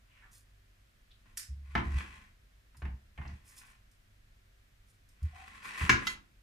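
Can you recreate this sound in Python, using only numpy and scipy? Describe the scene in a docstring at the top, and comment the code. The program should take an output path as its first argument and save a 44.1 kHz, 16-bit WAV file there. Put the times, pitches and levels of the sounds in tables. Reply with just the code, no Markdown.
"""A loaded steel baking tray is worked off a second tray on a kitchen hob and carried away.
Its floor bends with a low boom, its rim knocks and scrapes, and it clangs and clinks as it comes free.
Each knock is a burst of noise plus ringing tones; each scrape is a stream of tiny slips.
Baking paper snaps and rustles, an oven mitt brushes, and a small tiled room echoes over a faint hum."""
import sys
import numpy as np
from scipy import signal
from scipy.fft import rfft, irfft, next_fast_len
from scipy.io import wavfile

SR = 44100
rng = np.random.default_rng(int(sys.argv[2]) if len(sys.argv) > 2 else 0)


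def to_wav(s):
    """Save 16-bit WAV."""
    ch = np.atleast_2d(s).T  # columns
    pcm = np.round(np.clip(ch, -1, 1) * 32767)  # PCM
    wavfile.write(sys.argv[1], SR, pcm.astype(np.int16))


N = 283122
T = np.arange(round(.8 * SR)) / SR  # the clock of one short sound, in seconds

# The quiet room's noise. Each row: frequency in Hz, relative strength in dB.
ROOM_COLOUR = [(12, -32), (20, 0.5), (54, -3), (70, -13.5), (103, -7), (171, -23.5), (202, -19.5),
               (362, -29), (393, -26.5), (427, -31.5), (491, -28), (705, -25.5), (788, -32), (1720, -25),
               (15500, -45)]
# The mains hum. Each row: pitch in Hz, level in dB.
HUM_TONES = [(48.4, -69.5), (96.9, -74), (393, -95)]
# How alike the two sides sound. Each row: frequency in Hz, likeness from -1 (opposite) to 1 (same).
LIKENESS = [(120, 0.98), (290, 0.57), (640, -0.37), (3000, -0.062), (7000, 0.32), (15000, 1)]
# The kitchen's echo. 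Each row: frequency in Hz, seconds to fade by 60 dB.
ECHO_TIMES = [(150, 0.59), (1500, 0.28), (6000, 0.25), (14000, 0.16)]
# Short rubs. Each row: start and length in seconds, first pitch, last pitch and blur in Hz, level in dB.
CHAFE_GLIDES = [(0.046, 0.24, 2770, 2080, 450, -66.5), (0.191, 0.1, 2008, 1260, 390, -61),
                (1.102, 0.03, 3300, 3860, 550, -60.5), (3.272, 0.014, 4590, 5040, 1408, -59),
                (5.285, 0.2, 695, 817, 30, -59)]
# Paper and mitt brushing. Each row: start in seconds, length in seconds, level in dB.
BRUSH_STROKES = [(0.301, .15, -60), (1.365, 0.057, -47), (3.431, .2, -63), (3.557, .085, -55),
                 (3.629, 0.15, -66.5), (4.848, .15, -72.5), (5.623, 0.09, -60), (5.754, .13, -57),
                 (6.048, .11, -53)]
# The paper buckling. Each row: start in seconds, relative level in dB, number of snaps.
SNAP_RUNS = [(1.3721, -36, 4), (2.769, -62, 1), (3.914, -68, 1), (5.088, -66, 1), (5.228, -62.5, 1)]
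# Short shoves of the tray. Each row: start, time speeding up and time slowing in seconds, level in dB.
TRAY_SHOVES = [(.01, .17, 0.27, -69.5), (1.24, 0.027, 0.15, -69.5), (1.61, 0.34, .39, -52),
               (1.94, 0.045, .05, -50.5), (3.14, .14, 0.21, -63), (3.4, .26, 0.13, -60),
               (5.88, 0.23, .025, -45.5)]
# The long pull off the lower tray. Each row: time in seconds, relative effort in dB.
LONG_PULL = [(5.15, -81), (5.246, -67.5), (5.334, -68), (5.346, -58), (5.628, -56.5), (5.65, -46.5),
             (5.768, -49), (5.814, -37), (5.885, -49)]
# The tray's floor bending. Each row: start in seconds, level in dB, seconds held, pitch in Hz,
# shudder in dB compared with the boom.
FLOOR_BENDS = [(1.486, -34, 0.049, 69.07, -25), (1.55, -43, 0.22, 70.75, -23),
               (1.755, -32.5, 0.048, 68.1, -10), (1.855, -30.5, 0.067, 69.1, -16),
               (1.93, -27.5, .05, 71.2, -13.5), (2.76, -51, .04, 66.3, -10.5),
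               (2.82, -33.5, 0.068, 66, -14), (2.9, -36.5, .05, 62, -19), (3.178, -36, .03, 70.6, -8),
               (3.24, -41, 0.11, 71.1, -9.5), (5.221, -29.5, .045, 75.93, -19),
               (5.81, -27.5, 0.035, 74.07, -8.5), (5.895, -36.5, 0.064, 70.6, -2.5)]
# Blows on the tray. Each row: start in seconds, level in dB, brightness in Hz, flatness from 0 (edge)
# to 1 (whole floor), number of bounces, seconds between them, dB lost per bounce.
TRAY_BLOWS = [(1.258, -67, 2500, 0.93, 0, 0, 0), (1.7523, -26.5, 2720, 0.81, 1, 0.024, 9),
              (2.006, -41.5, 3020, .25, 0, 0, 0), (2.746, -64, 2200, 0.82, 0, 0, 0),
              (2.8197, -47, 2560, .9, 1, .0334, 2), (3.177, -50, 1490, 1, 3, .038, 2.5),
              (5.653, -48.5, 4007, 0.14, 0, 0, 0), (5.809, -35.5, 2500, 0.24, 1, .054, 3.5),
              (5.894, -18, 8400, 0.017, 1, 0.0036, 1.5), (6.022, -40.5, 2400, 0.16, 0, 0.0026, 0)]

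# The colours (spectra) of the noises. Each row: frequency in Hz, relative strength in dB.
RUSTLE_COLOUR = [(1500, -20), (4000, -7), (6500, -1.5), (10000, -1.5), (15000, -12)]  # brushed paper
BUCKLE_COLOUR = [(600, -16), (1600, 2), (3200, -17), (4300, -15), (5000, -7), (6000, -14.5), (8200, -12),
                 (9300, -6.5), (10500, -14), (12200, -7), (13200, -15), (15500, -13.5)]  # snapping paper
RASP_COLOUR = [(120, -35), (200, -1.5), (352, -17.5), (399, -17), (607, -16.5), (1130, -1), (1280, -7),
               (1710, -1.5), (2250, -2), (2420, -2.5), (4260, -17), (9310, -21.5), (15500, -39.5)]  # steel sliding on steel
CRACK_COLOUR = [(500, -33.5), (1250, 6.5), (1700, -3), (3500, 1), (5000, -7), (7000, -9.5), (7700, -31),
                (9000, -16.5), (12000, -26), (14000, -22)]  # the struck rim
SHUDDER_COLOUR = [(20, -11), (38, 0), (60, -5), (125, -1), (170, -5), (250, -18.5), (400, -40.5),
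                  (800, -69)]  # the bending floor's rough rumble
CLANK_COLOUR = [(60, -11.5), (200, -3), (400, -5), (560, -18), (800, -17.5), (1050, 5.5), (2200, 3.5),
                (3600, -6.5), (7000, -12), (8500, -21), (15000, -19)]  # a crowd of tones that die quickly
CLUNK_COLOUR = [(150, -3.5), (300, -7), (520, -14.5), (700, -1.5), (1050, 1.5), (1350, -15), (1800, -1),
                (2100, -4), (2400, -9), (2800, -9.5), (4000, -30.5), (15000, -57.5)]  # one tray inside the other

# The tones the steel rings with. Each row: pitch in Hz, relative level in dB, seconds to fade by 60 dB.
RIM_TONES = [(1270, -8, .14), (1340, -8, .14), (2032, 3, .19), (2600, -11, .16), (3235, -2, .18),
             (3990, -10, .2), (4235, -11, .22), (4440, -10, .22), (5572, -13, .18), (6520, -14, .2),
             (6799, -10, .19), (7030, -14, .2)]  # the stiff rim
SHEET_TONES = [(1034, -1, .34), (1330, -9, .38), (1384, -13, .4), (1465, 1, .34), (1646, 3, .28),
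               (1787, -9, .3), (1938, -11, .38), (1977, -7, .3), (2033, -6, .3), (2234, -9, .3),
               (2283, -3, .28), (2326, -10, .33), (2428, -6, .3), (2702, -13, .33), (2966, -11, .27),
               (3252, -16, .28), (3973, -17, .25), (4269, -16, .25), (4915, -15, .22), (5190, -12, .2),
               (5765, -11, .25), (6255, -12, .23), (6643, -14, .22), (7122, -11, .2)]  # the thin sheet bending
PAN_TONES = [(121, 0, 0.38), (162.4, -3, 0.17), (202.8, 0.5, 0.51), (244.6, -2, 0.4), (311, -6, .3),
             (337, -8, 0.52), (373, -6.5, 0.35)]  # the whole pan swaying


def amp(db):
    """Turn decibels into a gain."""
    return 10 ** (np.asarray(db) / 20)


def unit(x):
    """Scale a sound to an average (rms) size of 1."""
    return x / np.sqrt(np.mean(x ** 2) + 1e-20)


def along(points, hz):
    """Read between a table's rows on a logarithmic frequency scale."""
    freqs, values = np.transpose(points)
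    return np.interp(np.log(hz + 1), np.log(freqs + 1), values)


def fade(t60, t=T):
    """A fall of 60 dB every t60 seconds."""
    return np.exp(-np.log(1000) * t / t60)


def filtered(x, response):
    """Multiply each frequency in a sound by response(hz)."""
    size = next_fast_len(x.shape[-1] + 8192)
    hz = np.fft.rfftfreq(size, 1 / SR)
    return irfft(rfft(x, size) * response(hz), size)[..., :x.shape[-1]]


def coloured(x, colour):
    """Give a sound a colour and an average size of 1."""
    return unit(filtered(x, lambda hz: amp(along(colour, hz))))


def butter(x, hz, kind, order=2):
    """Keep the 'low' or the 'high' side of a frequency."""
    return signal.sosfilt(signal.butter(order, min(hz, .45 * SR), kind, fs=SR, output='sos'), x)


def add(track, start, x):
    """Mix a sound into the track from start seconds on."""
    part = track[..., round(start * SR):][..., :x.shape[-1]]
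    part += x[..., :part.shape[-1]]


def waver(hz):
    """A random curve that wanders at rates up to about hz."""
    return unit(butter(rng.standard_normal(N), hz, 'low'))


def burst(colour, t60):
    """Dying noise whose first 5 milliseconds have an average size of 1."""
    noise = coloured(rng.standard_normal(len(T)), colour) * fade(t60)
    return noise / np.std(noise[T < .005])


def diffuse(pair):
    """Blend two unrelated sounds into left and right, alike in the bass."""
    turn = lambda hz: np.arccos(np.clip(along(LIKENESS, hz), -1, 1)) / 2
    mid, side = filtered(pair, lambda hz: np.array([np.cos(turn(hz)), np.sin(turn(hz))]))
    return np.array([mid + side, mid - side])


def ring(tones, scatter_db=2):
    """Fading tones; each blow lands somewhere new and shares its force among them differently."""
    out = np.zeros(len(T))
    for hz, db, t60 in tones:
        gain = amp(db + scatter_db * rng.standard_normal())
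        out += gain * fade(t60) * np.sin(2 * np.pi * (hz * T + rng.random()))
    return out


def radiated(tones):
    """A wide sheet sends each tone differently to the two sides."""
    return diffuse(np.array([ring(tones), ring(tones)])) * (1 - fade(.004))


def friction(slips_per_s, spread_db, hiss):
    """Tiny slips of uneven size over a smooth hiss, while the hand's pressure wavers."""
    slips = (rng.random(N) < slips_per_s / SR) * rng.choice([-1, 1], N)
    sizes = amp(spread_db * rng.standard_normal(N))
    pressure = amp(1.8 * waver(hz=25))
    return unit(pressure * (unit(slips * sizes) + hiss * rng.standard_normal(N)))


def stroke(start, rise, fall, db):
    """The gain of one rub: it grows as the hand speeds up and shrinks as it stops."""
    speed = np.interp(np.arange(N) / SR, [start, start + rise, start + rise + fall], [0, 1, 0])
    return amp(db) * speed ** 1.1


def in_kitchen(x, tail_db, early_db=-1):
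    """The direct sound, quick echoes off worktop and tiles, then the room's fading tail."""
    hz, t, bands = signal.stft(rng.standard_normal((2, len(T))), SR, nperseg=256)
    bands = bands * fade(along(ECHO_TIMES, hz)[:, None], t)
    tail = signal.istft(bands, SR, nperseg=256)[1][:, :len(T)]
    tail *= 1 - np.exp(-T / .014)  # the tail takes a moment to build
    early = rng.standard_normal((2, len(T))) ** 3 * fade(.024) * (T > .001)
    room = diffuse(amp(tail_db) * unit(tail) + amp(early_db) * unit(early)) / np.sqrt(len(T))
    room[:, 0] += 1  # the direct sound
    return signal.fftconvolve(x[None], room / np.linalg.norm(room[0]), axes=1)[:, :len(x)]


def background(noise_db=-64.5):
    """Low room rumble, hiss and an appliance's hum."""
    t = np.arange(N) / SR
    hum = sum(amp(db) * np.sqrt(2) * np.sin(2 * np.pi * (hz * t + rng.random())) for hz, db in HUM_TONES)
    noise = coloured(diffuse(rng.standard_normal((2, N))), ROOM_COLOUR)
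    return amp(noise_db) * noise + hum


def chafes():
    """Sticking and slipping glides with the hand's speed: a swish if ragged, a squeak if regular."""
    out = np.zeros(N)
    for start, length, first_hz, last_hz, blur_hz, db in CHAFE_GLIDES:
        progress = np.minimum(T / length, 1)
        phase = 2 * np.pi * np.cumsum(first_hz + (last_hz - first_hz) * progress) / SR
        jitter = butter(rng.standard_normal((2, len(T))), blur_hz, 'low')
        swish = unit(jitter[0] * np.cos(phase) + jitter[1] * np.sin(phase))
        add(out, start, amp(db) * np.sin(np.pi * progress) ** 2 * swish)
    return in_kitchen(out, tail_db=-1)


def rustle(rise=.3):
    """Paper and mitt brush along the tray; rise is the share of each stroke spent speeding up."""
    effort = sum(stroke(start, rise * length, (1 - rise) * length, db)
                 for start, length, db in BRUSH_STROKES)
    slips = friction(slips_per_s=1000, spread_db=3.5, hiss=.82)
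    return in_kitchen(effort * coloured(slips, RUSTLE_COLOUR), tail_db=-10.5)


def paper_snaps(bright_hz=8670, first_gap_s=.0045, slowing=2.3, boost_db=9.5, loss_db=4):
    """Stiff paper buckles in bright snaps, singly or in a run that slows and weakens."""
    out = np.zeros((2, N))
    for start, db, count in SNAP_RUNS:
        for k in range(round(count)):
            snap = butter(burst(BUCKLE_COLOUR, t60=.042), bright_hz, 'low')
            snap = butter(snap, bright_hz * .52, 'high')
            gain = amp(db + boost_db - k * loss_db)
            add(out, start + first_gap_s * k ** slowing, gain * in_kitchen(snap, tail_db=0))
    return out


def scrape(pull_boost_db=2):
    """Tiny slips under the sliding tray rasp and keep its steel sheet singing."""
    pull_db = np.interp(np.arange(N) / SR, *np.transpose(LONG_PULL), left=-np.inf, right=-np.inf)
    effort = amp(pull_db + pull_boost_db) + sum(stroke(*shove) for shove in TRAY_SHOVES)
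    slips = friction(slips_per_s=800, spread_db=4.2, hiss=.5)
    sheet = butter(ring(SHEET_TONES), 3500, 'low')
    singing = unit(signal.fftconvolve(slips, sheet)[:N])
    rasp = butter(coloured(slips, RASP_COLOUR), 240, 'high', order=1)
    return in_kitchen(effort * (rasp + amp(-13) * singing), tail_db=-1.5, early_db=-.5)


def rim_clink(start=6.0695):
    """The stiff rim is clipped as the tray swings clear: a crack and a short ring."""
    out = np.zeros((2, N))
    crack = in_kitchen(burst(CRACK_COLOUR, t60=.054), tail_db=-6.5)
    add(out, start, amp(-28.5) * crack + amp(-34) * radiated(RIM_TONES))
    return out


def floor_boom(swell_s=.026, damped_t60=.12, free_t60=.9, free_db=-19, grip_hz=15):
    """Bent by hand or by a blow, the loaded floor booms and shudders, is damped, then rings faintly."""
    power = np.zeros((2, N))
    for start, db, hold, _, shudder_db in FLOOR_BENDS:
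        swell = np.sin(np.pi / 2 * np.minimum(T / swell_s, 1))
        after = np.maximum(T - hold, 0)
        release = np.maximum(fade(damped_t60, after), amp(free_db) * fade(free_t60, after))
        add(power, start, (amp([[db], [db + shudder_db]]) * swell * release) ** 2)
    boom_gain, shudder_gain = np.sqrt(power)
    pitch_points = [(start + hold / 2, hz) for start, _, hold, hz, _ in FLOOR_BENDS]
    pitch = np.interp(np.arange(N) / SR, *np.transpose(pitch_points))
    pitch *= 1 + .035 * waver(grip_hz)  # the unsteady grip shakes the pitch
    phase = 2 * np.pi * np.cumsum(pitch) / SR
    boom = np.sin(phase) + amp(-24.5) * np.sin(2 * phase)  # buckling adds a faint octave
    boom *= amp(1.4 * waver(grip_hz))  # the grip shakes the level too
    shudder = coloured(rng.standard_normal(N), SHUDDER_COLOUR)
    return boom_gain * boom + shudder_gain * shudder


def blow(bright_hz, flatness):
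    """One clank, dulled by a soft contact. Edge blows favour the sheet, flat ones the clunk and pan."""
    gain = lambda edge_db, flat_db: amp(np.interp(flatness, [0, 1], [edge_db, flat_db]))
    clank = amp(2.5) * butter(burst(CLANK_COLOUR, t60=.041), bright_hz, 'low')
    clunk = gain(-22, 2) * burst(CLUNK_COLOUR, t60=.12)
    sheet = gain(-12.5, -20) * butter(radiated(SHEET_TONES), bright_hz, 'low')
    pan = gain(-19, -8.5) * radiated(PAN_TONES)
    return in_kitchen(clank + clunk, tail_db=-3) + sheet + pan


def knocks():
    """The tray is knocked and may rock and land again in evenly spaced, ever weaker bounces."""
    out = np.zeros((2, N))
    for start, db, bright_hz, flatness, bounces, gap, loss_db in TRAY_BLOWS:
        for k in range(1 + round(bounces)):
            add(out, start + k * gap, amp(db - k * loss_db) * blow(bright_hz, flatness))
    return out


def scene(paper_lag_s=.000012):
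    """The tray sits near the middle; the paper is to the right, so it is louder and earlier there."""
    sides = np.array([[-1], [1]])
    to_right = lambda hz: amp(1.2 * sides) * np.exp(1j * sides * np.pi * hz * paper_lag_s)
    paper = filtered(paper_snaps() + rustle(), to_right)
    return knocks() + floor_boom() + rim_clink() + scrape() + chafes() + paper + background()


def record(dry, widen=.38, delay_s=26 / SR, top_hz=15300):
    """Widen the midrange with a delayed copy of the middle, and cut the highest treble."""
    band = lambda hz: along([(60, .05), (250, .38), (550, .67), (3000, .76), (8000, .35)], hz)
    side = filtered(dry.mean(axis=0), lambda hz: widen * band(hz) * np.exp(-2j * np.pi * hz * delay_s))
    return filtered(dry + np.array([-side, side]), lambda hz: hz < top_hz)


dry = scene()
out = record(dry)
to_wav(out)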